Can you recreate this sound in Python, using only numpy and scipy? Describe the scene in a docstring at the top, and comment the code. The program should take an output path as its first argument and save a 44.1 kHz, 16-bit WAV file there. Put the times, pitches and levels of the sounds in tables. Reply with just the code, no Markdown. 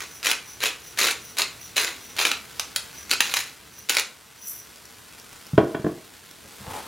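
"""Small kitchen: a pepper mill is twisted by hand near a faintly sizzling pan.
Each twist crushes corns in a run of tiny noise-burst fractures that ring the mill body; sharp cracks ring its burr.
After longer pauses, fingers slide back with a thin resonant hiss; one long slide lets go.
Then a cupboard door bangs shut and bounces as decaying modes, and a spatula bumps the pan and stirs the food.
Sizzle and squelch are coloured random clicks; every source feeds a swaying noise reverberation."""
import sys
import numpy as np
from scipy import signal
from scipy.fft import rfft, irfft
from scipy.io import wavfile
from scipy.ndimage import uniform_filter1d

SR = 44100
rng = np.random.default_rng(int(sys.argv[2]) if len(sys.argv) > 2 else 0)


def log_audio(samples):
    """Write samples as a 16-bit WAV file to the path given in sys.argv[1]."""
    # one column per channel
    frames = np.atleast_2d(samples).T
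    # limit to full scale, then quantise
    limited = np.clip(frames, -1, 1)
    pcm = np.round(limited * 32767).astype(np.int16)
    wavfile.write(sys.argv[1], SR, pcm)


N = 302967
TIME_S = np.arange(N) / SR
TOP_HZ = 15900

# Levels are relative: the layer gains below come on top.
# Diffuse air murmur. Each row: frequency in Hz, gain in dB.
AIR_COLOUR = [(40, -36), (100, -13), (190, -5), (420, -1.5), (750, -7.5), (1300, -12), (2200, -28),
              (4000, -48)]
# Reverberation time. Each row: band centre in Hz, t60 in seconds.
ROOM_T60_S = [(120, 0.31), (400, 0.4), (1500, 0.32), (4000, 0.28), (8000, 0.28), (15000, 0.11)]
# Side-channel gain of the reverberation. Each row: frequency in Hz, gain in dB.
ROOM_SIDE_DB = [(100, -46), (300, -27), (560, -15), (1100, -9), (2300, -27), (4500, -14), (8000, -8),
                (14000, -0.5)]
# Side-channel gain of the near scatter. Each row: frequency in Hz, gain in dB.
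DIRECT_SIDE_DB = [(100, -46), (350, -22), (800, -9), (2500, -30), (4500, -29), (8000, -7.5), (14000, -7)]
# Background level of sizzle and air, dipping after loud sounds and recovering.
# Each row: time in seconds, level in dB.
BACKGROUND_LEVEL = [(0, -48), (3, -45), (3.6, -50), (4.2, -51), (4.8, -48), (5.4, -47), (5.75, -49),
                    (6.3, -48.5), (6.87, -43)]

# Sizzle and kitchen hum. Each row: frequency in Hz, gain in dB.
SIZZLE_COLOUR = [(15, -50), (25, -35), (59, -2.5), (116, -3.5), (284, -7.5), (403, -17), (461, -5.5),
                 (557, -26), (620, -12.5), (1090, -8), (1510, -7), (1980, -8.5), (3990, -10),
                 (13100, -15.5), (15800, -20)]
# Larger spits of fat. Each row: time in seconds, level in dB.
SPITS = [(4.7591, -30), (4.8544, -27), (5.1981, -28), (5.3288, -27), (5.467, -26), (6.3116, -26)]
# Spatula bumps on the pan. Each row: time in seconds, level in dB, contact cut-off in Hz.
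BUMPS = [(6.443, -41, 620), (6.6, -32, 180), (6.671, -22.5, 110)]
# Dull pan modes. Each row: frequency in Hz, level in dB, t60 in seconds.
PAN_MODES = [(93, -6.5, 0.14), (131, -4.5, 0.087), (199, -6, 0.085), (424, -3, 0.057)]
# Spatula push. One row: peak in seconds, level in dB, attack and release time constants in seconds.
STIR = (6.735, -32.5, .047, .07)
# Squelch of the food. Each row: frequency in Hz, gain in dB.
STIR_COLOUR = [(120, -17), (220, -1.5), (350, -7.5), (470, 3), (590, -4.5), (850, 4), (1150, -1),
               (1700, -9.5), (2600, -12.5), (5000, -19), (10600, -17.5), (15500, -26)]

# Door bang and bounces. Each row: time in seconds, level in dB, contact cut-off in Hz.
KNOCKS = [(5.578, 0.5, 1200), (5.587, -14, 800), (5.746, -15.5, 1500), (5.793, -17, 280), (5.843, -11, 480),
          (5.863, -11.5, 560)]
# Door modes. Each row: frequency in Hz, level in dB, t60 in seconds.
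DOOR_MODES = [(151, -8.5, 0.06), (212, -10, 0.063), (308, -3, 0.048), (434, -4, 0.042), (630, -9, .07),
              (697, -15.5, .08), (795, -18.5, 0.074), (1035, -9.5, 0.027), (1253, -17, 0.039),
              (1460, -10.5, 0.027), (1870, -18.5, .04), (2260, -19.5, 0.034)]
# Door catch modes. Each row: frequency in Hz, level in dB, t60 in seconds.
CATCH_MODES = [(1130, 0, 0.076), (1703, 7, 0.019), (2400, -6, 0.034), (2720, -7, 0.04), (3170, -7, 0.066),
               (3386, -2.5, 0.022), (4980, -17, 0.045)]
# Catch rattle after each knock; its level only partly follows the blow (dB per dB).
RATTLE_LAG_S, RATTLE_DB, RATTLE_DB_PER_DB = .003, -24, .6
# Soft buffer contact before the bang. One row: lead in seconds, level in dB, contact cut-off in Hz.
TOUCH = (.045, -11.5, 300)
# Buffer mode. Each row: frequency in Hz, level in dB, t60 in seconds.
BUFFER_MODES = [(152, 0, 0.055)]

# Handling of the mill. 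One row: level in dB, end in seconds, release time constant in seconds.
HANDLING = (-57.5, 3.8, .15)
# Handling rumble. Each row: frequency in Hz, gain in dB.
RUMBLE_COLOUR = [(25, -27), (50, -11), (72, 0), (92, -7), (120, -4), (200, -10), (450, -14), (1000, -28)]
# Mill resonances under sliding skin. Each row: frequency in Hz, width in Hz, level in dB.
SLIDE_RINGS = [(5904, 400, 7), (10470, 800, -4), (14750, 520, 0)]
# A pause longer than REGRIP_S brings a slide, centred SLIDE_LEAD_S ahead of the next bite.
REGRIP_S, SLIDE_LEAD_S, SLIDE_S, SLIDE_DB = .2, .115, .16, -48
# Long slide as the hand lets go. One row: middle in seconds, length in seconds, level in dB.
LET_GO = (4.513, .3, -47)
# Palm brushing off. One row: peak in seconds, level in dB, attack and release time constants in seconds.
BRUSH = (4.483, -34, .017, .055)
# Brush hiss. Each row: frequency in Hz, gain in dB.
BRUSH_COLOUR = [(2940, -60), (5000, -34), (5870, -19), (6800, -19), (7340, -10), (9250, -15), (10100, -2),
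                (11000, -8), (13100, 0), (13900, 1), (15500, -23)]

# Wrist twists. Each row: teeth catch in seconds, full bite in seconds, end in seconds, level in dB,
# dying-away time constant in seconds, brightness in dB per octave.
TWISTS = [(0, 0, .008, -28, .034, -1), (.229, .25, .306, -17.3, .018, -.2),
          (.604, .62, .668, -18.7, .019, -.4), (.974, .989, 1.114, -17, .0076, -.2),
          (1.369, 1.383, 1.428, -18.3, .0093, -.7), (1.76, 1.765, 1.842, -18.8, .042, -.1),
          (2.165, 2.184, 2.259, -18.8, .036, -.7), (3.095, 3.11, 3.13, -20, .005, .5),
          (3.206, 3.21, 3.327, -27.3, .01, .6), (3.335, 3.339, 3.396, -20.7, .04, .9),
          (3.888, 3.894, 3.997, -19.5, .006, -.3)]
# Sharp cracks and burr slips. Each row: time in seconds, level in dB, brightness in dB per octave,
# burr level in dB.
CRACKS = [(.2687, -1.5, .8, -26), (.3136, -2, 1, -26), (.6373, -3, -.3, -28), (.9884, -3, -.7, -26),
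          (1.3845, -1.5, 2.5, -30), (1.418, -10, 0, -13), (1.7666, -3.5, 1, -30), (1.7799, -3, -.8, -30),
          (2.2513, -1, -2, -28), (2.3151, -4.5, -1.7, -30), (2.5958, -4, .4, -23), (2.7609, -3, 1.6, -14),
          (3.112, -1.5, -.7, -8.5), (3.1344, -4.5, .5, -20), (3.2051, 4, 0, -24), (3.3388, -2.3, -.3, -28),
          (3.3681, -4, 0, -30), (3.8949, 2, 2, -26), (3.9677, -.5, -.4, -26), (3.9956, -2.5, 1.8, -30)]
# Mill body colour. Each row: frequency in Hz, gain in dB.
MILL_COLOUR = [(100, -43), (190, -23), (260, -10.5), (450, -7.5), (620, -9.5), (1100, -4.5), (2400, 1),
               (3300, -2.2), (5000, -4.5), (8400, -11.5), (11000, -10), (15500, -15)]
# Mill body resonances. Each row: frequency in Hz, width in Hz, level in dB.
MILL_RINGS = [(450, 97, -6.5), (1490, 310, -9.5), (2520, 270, -12), (4014, 390, 1.5), (6740, 940, 0.5),
              (10050, 990, -4)]
# Burr modes. 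Each row: frequency in Hz, level in dB, t60 in seconds.
BURR_MODES = [(3800, -6, 0.028), (4050, -4.5, 0.031), (4290, -2, 0.026), (4590, -6.5, 0.02),
              (5060, -7, 0.021), (9620, -6, .035), (10370, -6, 0.03), (11000, -11, 0.025)]
# Burr contact cut-off, and its rise in octaves per (dB per octave) of crack brightness.
CONTACT_HZ, CONTACT_RISE_OCTAVES = 5800, .6
# Catch tick relative to its twist.
GRAB_DB = -8


def undb(db):
    """Decibels to gain."""
    return 10 ** (np.asarray(db) / 20)


def unit(x):
    """Scale to rms 1."""
    return x / np.sqrt(np.mean(x ** 2))


def curve(rows):
    """Gain over time, interpolated in dB from (s, dB) rows."""
    s, db = np.transpose(rows)
    return undb(np.interp(TIME_S, s, db))


def swell(peak_s, db, attack_s, release_s):
    """Gain that grows exponentially to a peak and dies away."""
    return undb(db) * np.exp(-np.maximum((peak_s - TIME_S) / attack_s, (TIME_S - peak_s) / release_s))


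def held(db, end_s, release_s):
    """Gain that holds, then dies away exponentially."""
    return undb(db) * np.exp(-np.maximum(TIME_S - end_s, 0) / release_s)


def stroke(middle_s, length_s, db):
    """Gain of a hand movement that speeds up and slows again."""
    return undb(db) * np.cos(np.pi * np.clip((TIME_S - middle_s) / length_s, -.5, .5))


def bins(size):
    """Frequencies of a real spectrum in Hz."""
    return np.fft.rfftfreq(size, 1 / SR)


def at(points, hz):
    """Read (Hz, value) points on a log-frequency axis."""
    f, value = np.transpose(points)
    return np.interp(np.log(hz + 1), np.log(f), value)


def colour(x, points):
    """Shape a steady sound by (Hz, dB) points."""
    size = x.shape[-1]
    return irfft(rfft(x) * undb(at(points, bins(size))), size)


def humps(rings, hz):
    """Summed bell-shaped response of (Hz, width Hz, dB) resonances."""
    return sum(undb(db) / (1 + (2 * (hz - f) / width) ** 2) for f, width, db in rings)


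def causal(db, size):
    """Minimum-phase impulse response of unit energy: no sound ahead of the hit."""
    cepstrum = irfft(np.log(undb(db)))
    cepstrum[1:size // 2] *= 2
    cepstrum[size // 2 + 1:] = 0
    response = irfft(np.exp(rfft(cepstrum)))
    return response / np.linalg.norm(response)


def through(x, response):
    """Convolve, keeping the length."""
    return signal.fftconvolve(x, response)[:N]


def place(times_s, sounds):
    """Lay short sounds on the time line."""
    out = np.zeros(N)
    for s, sound in zip(times_s, sounds):
        i = int(np.clip(s * SR, 0, N - 1))
        out[i:i + len(sound)] += sound[:N - i]
    return out


def crackle(rate_hz, spread_db):
    """Random clicks of scattered size and sign, rms 1."""
    sizes = undb(spread_db * np.clip(rng.standard_normal(N), -2, 2))
    hits = rng.random(N) < rate_hz / SR
    return unit(hits * sizes * rng.choice([-1, 1], N))


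def fractures(times_s, db, pitch_hz, tilt_db, decay_s, hump_db=4.5, hump_octaves=0.32, size=512):
    """Each fracture is a short noise burst with a spectral hump at its pitch and a tilt in dB per octave."""
    t = np.arange(size) / SR
    envelope = np.sqrt(t / decay_s) * np.exp(-t / decay_s)
    octaves = np.log2(np.clip(bins(size), 250, 14000) / pitch_hz[:, None])
    hump = hump_db * np.exp(-(octaves / hump_octaves) ** 2)
    shape = undb(tilt_db[:, None] * octaves + hump)
    noise = rng.standard_normal((len(times_s), size))
    grit = irfft(rfft(noise) * shape) * envelope
    # equal energy per burst, whatever its colour
    grit *= np.linalg.norm(envelope) / np.linalg.norm(grit, axis=1, keepdims=True)
    return 2 * place(times_s, grit * undb(db)[:, None])


def blows(rows, modes, thud_db, thud_s, low_hz):
    """Blows ring an object's modes and a short noise thud; a softer contact leaves out the highs."""
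    t = np.arange(SR // 2) / SR
    ring = np.zeros(len(t))
    for k, (hz, db, t60_s) in enumerate(modes):
        ring += (-1) ** k * undb(db) * np.sin(2 * np.pi * hz * t) * 1000 ** (-t / t60_s)
    sounds = []
    for _, db, soft_hz in rows:
        thud = undb(thud_db) * rng.standard_normal(len(t)) * np.exp(-t / thud_s)
        contact = signal.butter(2, min(soft_hz, SR / 3), fs=SR, output="sos")
        sounds.append(undb(db) * signal.sosfilt(contact, ring + thud))
    # a high-pass thins what lies below low_hz
    high_pass = signal.butter(2, low_hz, "high", fs=SR, output="sos")
    return signal.sosfilt(high_pass, place([row[0] for row in rows], sounds))


def air(air_db=-9):
    """Soft low noise all round, separate for each ear, at the background level."""
    murmur = unit(colour(rng.standard_normal((2, N)), AIR_COLOUR))
    return undb(air_db) * curve(BACKGROUND_LEVEL) * murmur


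def reverberation(build_s=0.0013):
    """A diffuse noise tail of unit energy whose bands die at their own rates."""
    t = np.arange(SR * 3 // 4) / SR
    noise, hz = rfft(rng.standard_normal(len(t))), bins(len(t))
    tail = np.zeros(len(t))
    for k, (_, t60_s) in enumerate(ROOM_T60_S):
        share = at([(f, float(j == k)) for j, (f, _) in enumerate(ROOM_T60_S)], hz)
        tail += irfft(noise * share, len(t)) * np.exp(-np.log(1000) * t / t60_s)
    tail *= 1 - np.exp(-(t / build_s) ** 2)
    return tail / np.linalg.norm(tail)


def kitchen(x, sway_hz=5., count=3):
    """The echo pattern of every source sways steadily among several noise tails."""
    out = np.zeros(N)
    for k in range(count):
        sway = np.cos(2 * np.pi * sway_hz * TIME_S + np.pi * k / count)
        out += through(x * sway, reverberation())
    return out * np.sqrt(2 / count)


def near_surfaces(decay_s=0.006, size=512):
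    """Decaying noise response: scatter off hob and pan, which differs between the ears."""
    scatter = rng.standard_normal(size) * np.exp(-np.arange(size) / SR / decay_s)
    return scatter / np.linalg.norm(scatter)


def sizzle(pops_db=-3, bed_db=-3, spit_db=-7.5, spit_hz=5500):
    """Tiny bursting bubbles click over a bed of hiss and room hum, with a few louder spits."""
    bed = undb(bed_db) * rng.standard_normal(N)
    pops = undb(pops_db) * crackle(rate_hz=450, spread_db=3)
    s, db = np.transpose(SPITS)
    pitch_hz, tilt_db = np.full(len(s), spit_hz), np.full(len(s), -1.5)
    spits = fractures(s, db + spit_db, pitch_hz, tilt_db, decay_s=.001, hump_db=9)
    return unit(colour(bed + pops, SIZZLE_COLOUR)) * curve(BACKGROUND_LEVEL) + spits


def spatula():
    """The blade bumps the pan's modes and squelches through the food as coloured clicks."""
    squelch = unit(colour(crackle(rate_hz=700, spread_db=1), STIR_COLOUR))
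    bumps = blows(BUMPS, PAN_MODES, thud_db=10, thud_s=0.021, low_hz=70)
    return squelch * swell(*STIR) + bumps


def cupboard(catch_hardness=2.8):
    """The door touches its buffer, bangs shut and bounces; its harder catch rattles along."""
    lead_s, touch_db, touch_hz = TOUCH
    touch_row = (KNOCKS[0][0] - lead_s, touch_db, touch_hz)
    touch = blows([touch_row], BUFFER_MODES, thud_db=-5, thud_s=0.0081, low_hz=89)
    panel = blows(KNOCKS, DOOR_MODES, thud_db=-5.5, thud_s=0.0055, low_hz=55)
    rattle_rows = [(s + RATTLE_LAG_S, RATTLE_DB + RATTLE_DB_PER_DB * db, catch_hardness * hz)
                   for s, db, hz in KNOCKS]
    rattles = blows(rattle_rows, CATCH_MODES, thud_db=-12, thud_s=0.007, low_hz=800)
    return touch + panel + rattles


def handling(rumble_db=-1):
    """The turning mill and the moving arms add low-coloured noise."""
    return undb(rumble_db) * held(*HANDLING) * unit(colour(rng.standard_normal(N), RUMBLE_COLOUR))


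def fresh_grips():
    """Rows of the twists that follow a pause."""
    rows = np.array(TWISTS)
    pauses_s = rows[1:, 1] - rows[:-1, 2]
    return rows[1:][pauses_s > REGRIP_S]


def fingers(flutter_db=3.5):
    """Skin sliding over the mill hisses in its narrow high resonances; the palm brushes off it."""
    hiss = unit(irfft(rfft(rng.standard_normal(N)) * humps(SLIDE_RINGS, bins(N)), N))
    bites_s = fresh_grips()[:, 1]
    speed = sum(stroke(s - SLIDE_LEAD_S, SLIDE_S, SLIDE_DB) for s in bites_s) + stroke(*LET_GO)
    flutter = undb(flutter_db * unit(uniform_filter1d(rng.standard_normal(N), size=900)))
    brush = unit(colour(crackle(rate_hz=5500, spread_db=11), BRUSH_COLOUR))
    return hiss * speed * flutter + brush * swell(*BRUSH)


def grabs(pitch_hz=4000, tilt_db=-.3):
    """With each fresh grip the teeth catch on the corns: one small fracture tick."""
    catch_s, _, _, db, _, _ = fresh_grips().T
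    pitches_hz, tilts_db = np.full(len(db), pitch_hz), np.full(len(db), tilt_db)
    return fractures(catch_s, db + GRAB_DB, pitches_hz, tilts_db, decay_s=.0016, hump_db=2.5)


def crushing(rate_hz=300, scatter_db=3.5, crumb_hz=2600, spread_octaves=1.3, bite_db=20, count=170):
    """The burr bites, then corns crumble in quick uneven succession, fading as the wrist stops."""
    out = np.zeros(N)
    for catch_s, bite_s, end_s, level_db, ease_s, tilt_db in TWISTS:
        gap, size, pitch, tilt = rng.standard_normal((count, 4)).T
        times_s = catch_s + np.cumsum(np.exp(0.55 * gap)) / rate_hz
        rise_db = np.interp(times_s, [catch_s, max(catch_s, bite_s)], [-bite_db, 0])
        fall_db = 20 / np.log(10) * np.maximum(times_s - end_s, 0) / ease_s
        db = level_db + rise_db - fall_db + scatter_db * np.clip(size, -2, 1.5)
        pitch_hz = crumb_hz * 2 ** (spread_octaves * pitch)
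        out += fractures(times_s, db, pitch_hz, tilt_db + 0.42 * tilt, decay_s=0.0012)
    return out


def mill(crack_db=-10, crack_hz=2600, crush_db=-2.5, crumbs_db=1, size=2048):
    """Catches, crumbling, cracks and loose crumbs ring one small body; cracks and slips ring the burr."""
    s, db, tilt_db, burr_db = np.transpose(CRACKS)
    cracks = fractures(s, db + crack_db, np.full(len(s), crack_hz), tilt_db, decay_s=0.0016, hump_db=1.2)
    crumbs = undb(crumbs_db) * held(*HANDLING) * crackle(rate_hz=2000, spread_db=13.5)
    grinding = grabs() + cracks + undb(crush_db) * crushing() + crumbs
    hz = bins(size)
    body = causal(at(MILL_COLOUR, hz) + 20 * np.log10(1 + humps(MILL_RINGS, hz)), size)
    # brighter cracks strike the burr harder
    contact_hz = CONTACT_HZ * 2 ** (CONTACT_RISE_OCTAVES * tilt_db)
    strikes = list(zip(s, burr_db, contact_hz))
    burr = blows(strikes, BURR_MODES, thud_db=-2.5, thud_s=0.0032, low_hz=3100)
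    return through(grinding, body) + burr


def scene(mill_room_db=-5, door_room_db=-6.0, pan_room_db=-6, pan_db=-1):
    """Mill, pan and door heard directly and through the kitchen, in stereo with the air."""
    hands = mill() + fingers() + handling()
    pan = undb(pan_db) * (sizzle() + spatula())
    door = cupboard()
    direct = hands + pan + door
    send = undb(mill_room_db) * hands + undb(pan_room_db) * pan + undb(door_room_db) * door
    mid = direct + kitchen(send)
    room_side = colour(kitchen(send), ROOM_SIDE_DB)
    direct_side = colour(through(direct, near_surfaces()), DIRECT_SIDE_DB)
    side = room_side + direct_side
    return np.array([mid + side, mid - side]) + air()


def record(dry):
    """The hardest peaks overload the microphone and are rounded; the top is cut."""
    rounded = dry / (1 + dry ** 4) ** .25
    return signal.sosfilt(signal.ellip(10, .2, 80, TOP_HZ, fs=SR, output="sos"), rounded)


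dry = scene()
out = record(dry)
log_audio(out)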